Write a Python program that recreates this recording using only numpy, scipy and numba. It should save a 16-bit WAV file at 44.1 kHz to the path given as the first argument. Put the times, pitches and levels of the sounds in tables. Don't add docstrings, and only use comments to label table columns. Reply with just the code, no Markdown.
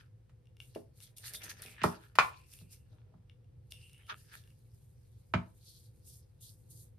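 import sys
import numpy as np
from scipy import signal
from scipy.fft import rfft, irfft, next_fast_len
from scipy.io import wavfile
from scipy.ndimage import map_coordinates
from numba import njit

SR = 44100
rng = np.random.default_rng(int(sys.argv[2]) if len(sys.argv) > 2 else 0)


def to_linear_factor(level_db):
    exponent = np.asarray(level_db, float) / 20
    return 10 ** exponent


def waveform_to_disk(signal):
    frames = np.transpose(np.atleast_2d(signal))
    scaled = np.clip(frames, -1, 1) * 32767
    samples = np.round(scaled).astype(np.int16)
    wavfile.write(sys.argv[1], SR, samples)


N = 307818

# time in seconds, thump strength in dB, click strength in dB, click centre in Hz,
# click loss one octave off its centre in dB.
KNOCK_PARTS = [(0.294, -68, -69.5, 1500, 0.5), (0.757, -63.5, -25.5, 420, 17),
               (1.816, -31, -31.5, 2400, 23), (1.8345, -26, -30, 3500, 4.5),
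               (1.8382, -23.5, -17, 1075, 18.5), (1.8403, -21.5, -14, 340, 8.5),
               (2.1536, -48.5, -45.5, 3000, 1), (2.1866, -37, -17, 2530, 6.5), (2.611, -41.5, -71, 3500, 7),
               (3.139, -44.5, -58.5, 800, 18), (5.3369, -22.5, -23.5, 1120, 6),
               (5.3382, -46, -23.5, 2370, 41), (5.34, -14.5, -28, 330, 4.5)]


def rms_one(x):
    return x / np.sqrt(np.mean(x ** 2) + 1e-30)


def at_hz(points, hz):
    at, value = np.transpose(points)
    return np.interp(np.log(np.maximum(hz, 1)), np.log(at), value)


def drift(rate):
    knots = rng.standard_normal(2000)
    return map_coordinates(knots, [np.arange(N) * rate / SR], order=3)


def ring(clicks, hz, t60):
    r = to_linear_factor(-60 / (t60 * SR))
    w = 2 * np.pi * hz / SR
    return signal.lfilter([0, np.sin(w)], [1, -2 * r * np.cos(w), r * r], clicks + 1e-18)


@njit
def glide(x, hz, width_hz, sr):
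    y, r = np.zeros_like(x), np.exp(-np.pi * width_hz / sr)
    for n in range(2, len(x)):
        drive = (1 - r * r) / 2 * (x[n] - x[n - 2])
        y[n] = drive + 2 * r * np.cos(2 * np.pi * hz[n] / sr) * y[n - 1] - r * r * y[n - 2]
    return y


def pair(mid, side, hz):
    # frequency in Hz, left-right likeness from -1 to 1.
    likeness = [(30, .93), (130, 0.94), (290, 0.49), (640, -0.17), (1500, .15), (5000, 0.28), (7500, -0.72),
                (8500, 0.79), (11500, 1), (13000, 0.2), (14500, -0.85)]
    alike = np.clip(at_hz(likeness, hz), -1, 1)
    return np.sqrt(1 + alike) * mid + np.sqrt(1 - alike) * side * [[1], [-1]]


def coloured(spectrum, source):
    size = next_fast_len(N)
    hz = np.arange(size // 2 + 1) * SR / size
    inside = (hz > spectrum[0][0]) & (hz < spectrum[-1][0])
    mid, side = rfft(source, size) * to_linear_factor(at_hz(spectrum, hz)) * inside
    return rms_one(irfft(pair(mid, side, hz), size)[:, :N])


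def grains(per_s, spread_db):
    born = rng.random(N) < per_s * to_linear_factor(5 * drift(30)) / SR
    size = to_linear_factor(spread_db * np.minimum(rng.exponential(1, N), 5))
    return rms_one(born * size * rng.choice([-1, 1], N))


def swell(s, peak_db, rise_s, fall_s, hold_s=0, sag_db=0):
    age = np.arange(N // 32 + 2) * 32 / SR - s[:, None]
    rise_s, fall_s, hold_s = (np.maximum(v + 0 * s, .002)[:, None] for v in (rise_s, fall_s, hold_s))
    loss = np.maximum(-age / rise_s, 0) + np.maximum(age - hold_s, 0) / fall_s
    level_db = peak_db[:, None] - 20 * loss - sag_db * np.clip(age / hold_s, 0, 1)
    return to_linear_factor(2 * np.maximum(level_db, -150))


def summed(*powers, hz=None):
    power = np.vstack(powers)
    slow = np.sqrt(power.sum(0)) if hz is None else hz @ power / power.sum(0)
    return np.interp(np.arange(N) / 32, np.arange(len(slow)), slow)


def hum():
    # frequency in Hz, relative level in dB per Hz.
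    duct_colour = [(15, -50.5), (25, -24), (44, -7.5), (86, -5.5), (117, 0.5), (132, -7), (145, -10.5),
                   (178, -20), (265, -28), (409, -26.5), (448, -30.5), (499, -20), (574, -37.5),
                   (818, -40.5), (1000, -43), (1300, -75), (2200, -120)]
    # frequency in Hz, relative level in dB per Hz.
    air_colour = [(410, -33), (700, -6), (873, -6), (919, -17.5), (1020, -8.5), (1780, -10.5), (3150, -14),
                  (3870, -15.5), (15500, -24.5)]
    rumble = coloured(duct_colour, rng.standard_normal((2, N))) * to_linear_factor(-58.5 + drift(3.3))
    return rumble + coloured(air_colour, rng.standard_normal((2, N))) * to_linear_factor(-84)


def noise_gains():
    # peak time in seconds,
    # hiss level in dB, rise in seconds, fall in seconds, coarseness as scrape above hiss in dB.
    rustles = [(0.002, -74.5, .01, .06, 10), (0.61, -68.5, 0.019, .2, -12), (0.75, -67, 0.011, .08, -3.5),
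               (1.029, -59, .065, .07, -9.5), (1.168, -53, .005, .07, -22.5),
               (1.259, -47.5, 0.044, 0.076, -6), (1.346, -48, .025, .045, -7.5),
               (1.437, -47.5, .01, .045, -4.5), (1.495, -49.5, 0.0072, .05, -1.5),
               (1.59, -64, 0.19, .05, -2), (1.624, -54.5, 0.0073, .05, -2.5), (1.704, -65, 0.12, .08, -7),
               (1.836, -48.5, .004, .1, -7), (2.045, -69.5, .2, .07, -4.5), (2.155, -56, 0.0019, .02, -5.5),
               (2.19, -51.5, 0.0051, .1, -1), (2.37, -70, .035, 0.092, -4.5), (2.532, -60.5, .075, .1, -9),
               (2.605, -66.5, .15, .08, -13.5), (2.73, -60.5, .04, .07, -12), (2.92, -84, .15, .1, 3),
               (3.708, -58.5, 0.0036, .05, -24.5), (3.821, -70.5, .15, 0.27, -10),
               (4.09, -66.5, .04, 0.079, -3.5), (4.185, -68.5, .09, .4, -12.5), (4.34, -62.5, .08, 0.11, 2),
               (4.722, -82.5, .3, .3, -14.5), (5.146, -80, 1.2, 1.2, -13), (5.63, -73, 0.24, .3, -17),
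               (5.98, -80, .6, 0.76, -17.5), (6.64, -79, 0.36, .4, -22.5)]
    # peak time in seconds,
    # level in dB, rise in seconds, fall in seconds, resonance in Hz.
    scrapes = [(1.42, -49.5, 0.022, .03, 2100), (1.48, -52.5, 0.17, .03, 1820),
               (1.61, -59.5, 0.088, .12, 1550), (1.668, -55.5, 0.11, .08, 2250),
               (1.725, -58.5, 0.044, .12, 2330), (1.81, -58, 0.13, .2, 1700), (1.9, -53.5, .1, 0.16, 1415),
               (2.2, -46, 0.013, 0.14, 2430), (2.96, -81, .08, 0.52, 939.8), (1.24, -56.5, .012, .12, 1727),
               (4.011, -67.5, 0.11, .07, 2090), (4.098, -36, .01, .035, 1250), (4.15, -73, 0.048, .2, 1650)]
    # contact time in seconds, hiss level in dB, rise in seconds,
    # length in seconds, swish above hiss in dB.
    strokes = [(5.659, -65, 0.044, 0.19, 3), (6.086, -60, 0.044, 0.077, 2),
               (6.414, -59.5, 0.013, 0.097, -1), (6.709, -60.5, 0.02, .12, -9)]
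    hold_share = 0.11
    s, hiss_db, rise, fall, coarse_db = np.transpose(rustles)
    rustle = swell(s, hiss_db, rise, fall, hold_share * fall)
    rustle_swish = rustle * to_linear_factor(2 * (1 + .4 * coarse_db))[:, None]
    rustle_scrape = rustle * to_linear_factor(2 * coarse_db)[:, None]
    rustle_hz = 1780 * 2 ** (-coarse_db / 40)

    s, scrape_db, rise, fall, resonance_hz = np.transpose(scrapes)
    scraped = swell(s, scrape_db, rise, fall, hold_share * fall)
    scraped_swish = scraped * to_linear_factor(2 * -12)

    s, hiss_db, rise, length, swish_db = np.transpose(strokes)
    lag_s, fall_s = 0.014, 0.084
    hair = swell(s, hiss_db, rise, fall_s, length, sag_db=3)
    hair_swish = swell(s + lag_s, hiss_db + swish_db, rise + lag_s, fall_s, length - lag_s, sag_db=8.5)

    hiss_gain = summed(rustle, hair)
    swish_gain = summed(rustle_swish, scraped_swish, hair_swish)
    scrape_gain = summed(rustle_scrape, scraped)
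    scrape_hz = summed(rustle_scrape, scraped, hz=np.r_[rustle_hz, resonance_hz])
    return hiss_gain, swish_gain, scrape_gain, scrape_hz


def granular_noise():
    # frequency in Hz, relative level in dB per Hz.
    hiss = [(4120, -30.5), (7000, -5), (7410, -8), (9290, -5), (12300, -6.5), (14200, -8), (15500, -48.5)]
    swish = [(1470, -50), (2500, -19), (3320, -3.5), (4420, -1), (4810, -1), (6590, -3), (7200, -26),
             (9360, -50.5), (15800, -120)]
    scrape = [(530, -38.5), (900, -4), (1070, -10.5), (1350, 0.5), (1520, -5.5), (1760, -1.5), (1930, -9),
              (2520, -2), (3500, -4.5), (4550, -20), (7700, -120)]
    *gains, scrape_hz = noise_gains()
    flutter, out = drift(70), 0
    textures = [(hiss, 9000, .8), (swish, 5000, .8), (scrape, 1500, .7)]   # (colour, grains per s, smooth part)
    for (colour, per_s, smooth), gain in zip(textures, gains):
        roughness = smooth + abs(grains(per_s, 4.2))
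        layer = coloured(colour, rng.standard_normal((2, N)) * roughness)
        if colour is scrape:
            resonant = np.array([glide(side, scrape_hz, 370.0, SR) for side in layer])
            layer = rms_one(0.26 * layer + resonant)
        if colour is swish:
            fold_hz = 4300 * 2 ** (.3 * np.clip(drift(9.9), -2, 2))
            resonant = np.array([glide(side, fold_hz, 900., SR) for side in layer])
            layer = rms_one(.7 * layer + resonant)
        out = out + layer * gain * to_linear_factor(0.58 * flutter + 1.9 * drift(25))
    return out


def knock_db(hz):
    s, thump_db, click_db, click_hz, fall_db = np.transpose(KNOCK_PARTS)
    octaves = np.log2(hz / 150)
    thump = to_linear_factor(thump_db - 10 * max(octaves, 0) - 3.5 * max(-octaves, 0))
    click = to_linear_factor(click_db - fall_db * np.log2(hz / click_hz) ** 2)
    return 20 * np.log10(np.hypot(thump, click))


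def table():
    # frequency in Hz, level against the knock's strength in dB, t60 in seconds.
    top_modes = [(72, -17, 0.23), (95, -14.5, .2), (121.74, -9, .17), (156.4, -11.5, .2),
                 (183, -11.5, 0.18), (237.1, -12, 0.17), (300.2, -20, 0.17), (326.7, -15.5, .12),
                 (415.5, -14, 0.17), (521, -14.5, 0.032), (627.7, -13.5, 0.083), (775, -15.5, .09),
                 (993, -18, 0.13)]
    # peak time in seconds, strength in dB, rise in seconds,
    # fall in seconds.
    drags = [(1.25, -64.5, 0.27, .3), (1.36, -57, 0.1, 0.027), (1.436, -50, 0.039, 0.13),
             (1.66, -57.5, 0.28, 0.14), (2.926, -67.5, .03, 0.32), (3.136, -66, 0.07, 0.094),
             (3.717, -65, 0.011, .03), (4.129, -58.5, 0.094, 0.032), (4.353, -69, 0.083, 0.15)]
    start_s, out = np.array(KNOCK_PARTS)[:, 0], np.zeros((2, N))
    cracks = [(hz, -4.5 - 7.4 * max(np.log2(1100 / hz), 0), 6.2 / hz)
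              for hz in np.geomspace(280, 11000, num=15)]
    drag = summed(swell(*np.transpose(drags))) * grains(700, 4.0)
    t = np.arange(int(.25 * SR)) / SR
    for k, (hz, level_db, t60) in enumerate(top_modes + cracks):
        delay_s = 0.0036 * np.sqrt(100 / hz)
        at = np.round((start_s + delay_s) * SR).astype(int)
        force = np.zeros((2, N))
        force[:, at] = to_linear_factor(knock_db(hz) + level_db + rng.normal(0, 1.2, len(at)))
        if k >= len(top_modes):
            noise = pair(*rng.standard_normal((2, len(t))), hz)
            chatter = 0.21 * min(1, (hz / 1500) ** .4) * noise * to_linear_factor(-60 * t / 0.068)
            force = force + signal.oaconvolve(force, chatter, axes=1)[:, :N]
            band = signal.butter(1, [hz / 2, min(2 * hz, 20000)], "band", fs=SR, output="sos")
            force = signal.sosfilt(band, force)
        else:
            force = force + drag * to_linear_factor(level_db - 18.5 - 7.4 * abs(np.log2(hz / 500)))
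        out += ring(force, hz, t60) * (-1) ** k
    return out * to_linear_factor(np.array([[-.6], [.6]]))


def plastic():
    # time in seconds, strength in dB, treble tilt in dB per two octaves,
    # left above right in dB.
    ticks = [(0.456, -59.5, -11, 7), (0.471, -53, -19, 6), (0.5686, -46, -12, 3), (0.6022, -31, -18, 4),
             (0.75, -41, -4.5, 6), (1.0036, -43.5, -5, 9), (1.0355, -69, 1, 10.5), (1.17, -50, -8, 3),
             (1.183, -43.5, 11, 2), (1.2804, -39, -4, -8.5), (1.3365, -37.5, 9.5, -6),
             (1.4197, -36, -10, -4), (1.4382, -50, 9, 7), (1.495, -51, -7, -5.5), (1.6205, -39, 11.5, 3),
             (1.6615, -35, -9, -11), (2.5369, -43, 4.5, -5), (2.589, -45, -2, -0.5), (3.297, -43, -29, 4.5),
             (3.4444, -64, -12.5, 5), (3.7162, -50.5, -2.5, -1), (3.7214, -29.5, -6, 5.5),
             (3.896, -46.5, -14, 6.5), (3.932, -51, 4, 2), (3.9453, -47.5, -23, 2), (3.9803, -56, 3, -4),
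             (3.9914, -67, -8, 10.5), (4.0678, -46, -12, -2), (4.438, -50.5, -9.5, -1.0),
             (4.4755, -48, -20, 0.5), (4.504, -48, -23, -3), (6.0754, -54, 3.5, 1), (6.4103, -59.5, 6, 0.5),
             (6.7116, -65, 3, -0.5)]
    # frequency in Hz, level against the tick's strength in dB, t60 in seconds.
    plastic_modes = [(1700, -27.5, 0.0048), (2220, -24, 0.02), (2810, -13.5, 0.023), (3520, -11.5, 0.0074),
                     (5500, -12.5, 0.0078), (9180, -12, 0.016), (10450, -12.5, 0.015), (13200, -11, 0.0046),
                     (6160, -7, 0.00087)]
    # peak time in seconds, level in dB, rise in seconds, fall in seconds, pitch in Hz.
    squeaks = [(1.352, -45, .015, .03, 3620), (1.436, -69, .04, 0.12, 2640), (1.664, -57, .01, 0.09, 2520),
               (1.79, -77, .3, .05, 2490), (2.56, -70.5, .25, 0.17, 2606), (2.732, -79, .06, .16, 2774),
               (2.86, -86.5, .08, .1, 2700), (3.302, -81.5, .035, 0.036, 2915),
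               (3.713, -62, 0.0085, .4, 2786), (3.833, -69.5, 0.1, 0.17, 2810), (3.95, -83, 0.12, .1, 3040),
               (4.04, -71, 0.058, 0.062, 3220), (4.15, -68, .1, 0.042, 2810),
               (4.354, -77.5, .045, 0.061, 2926), (4.51, -72, 0.024, 0.022, 2864)]
    s, peak_db, treble_db, pan_db = np.transpose(ticks)
    at = np.round(s * SR).astype(int)
    out, chance_db = np.zeros((2, N)), rng.normal(0, 2.5, (len(s), len(plastic_modes)))
    for k, (hz, level_db, t60) in enumerate(plastic_modes):
        tilt_db = treble_db * np.log2(hz / 2800) / 2
        clicks = np.zeros((2, N))
        clicks[:, at] = to_linear_factor(peak_db + level_db + tilt_db + chance_db[:, k] + pan_db * [[.5], [-.5]])
        out += ring(clicks, hz, t60) * (-1) ** k

    *gesture, pitches = np.transpose(squeaks)
    power = swell(*gesture)
    squeak_hz = summed(power, hz=pitches)
    slips = grains(2500, 2.5)
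    squeak = rms_one(glide(glide(slips, squeak_hz, 360.0, SR), squeak_hz, 360.0, SR))
    upper_hz = 3.2 * squeak_hz
    overtone = rms_one(glide(glide(slips, upper_hz, 1300.0, SR), upper_hz, 1300.0, SR))
    return out + summed(power) * (squeak + to_linear_factor(-8.5) * overtone)


def jar():
    # time in seconds, strength in dB.
    landings = [(2.1867, -6), (2.1981, -20.5)]
    # frequency in Hz, level against the landing's strength in dB, t60 in seconds.
    jar_modes = [(1035, -16.5, 0.2), (1170, -0.5, 0.013), (1121, -15, 0.11), (1210, -20, .07),
                 (1333, -15.5, 0.1), (1418, -18, .12), (1725, -24.5, 0.12), (2042, -24.5, 0.12),
                 (2284.7, -25.5, .08), (2400, -29.5, 0.2572), (2333, -23, .12), (2460, -14.5, 0.074),
                 (2635, -27.5, 0.11), (4318, -33.5, 0.075)]
    s, peak_db = np.transpose(landings)
    clicks, out = np.zeros(N), np.zeros((2, N))
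    clicks[np.round(s * SR).astype(int)] = to_linear_factor(peak_db)
    for k, (hz, level_db, t60) in enumerate(jar_modes):
        sound = to_linear_factor(level_db) * ring(clicks, hz, t60)
        shift = round(5.5 * np.sin(1.5 * k))
        out += [sound, np.roll(sound, shift)]
    return signal.sosfilt(signal.butter(2, 600, "high", fs=SR, output="sos"), out)


def room(x):
    # frequency in Hz, t60 in seconds.
    decay = [(100, 0.16), (500, 0.31), (2000, 0.19), (5000, .2), (12000, 0.36)]
    t, tail = np.arange(int(.45 * SR)) / SR, 0
    for hz in np.geomspace(90, 11500, num=8):
        band = signal.butter(2, [hz / np.sqrt(2), hz * np.sqrt(2)], "band", fs=SR, output="sos")
        mid, side = signal.sosfilt(band, rng.standard_normal((2, len(t))))
        tail = tail + pair(mid, side, hz) * to_linear_factor(-60 * t / at_hz(decay, hz))
    tail = tail * np.clip(t / 0.0059 - 1, 0, 1)
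    tail = tail / np.sqrt(np.sum(tail ** 2) / 2)
    return signal.fftconvolve(x.mean(0, keepdims=True), tail, axes=1)[:, :N]


def scene():
    hits, noise = table() + jar() + plastic(), granular_noise()
    return hits + noise + to_linear_factor(-6) * room(hits + 0.13 * noise) + hum()


def roll_off(x):
    return signal.sosfilt(signal.butter(12, 16090, fs=SR, output="sos"), x)


def record(dry):
    cut = signal.sosfilt(signal.butter(2, 44, "high", fs=SR, output="sos"), dry)
    return roll_off(cut)


dry = scene()
out = record(dry)
waveform_to_disk(out)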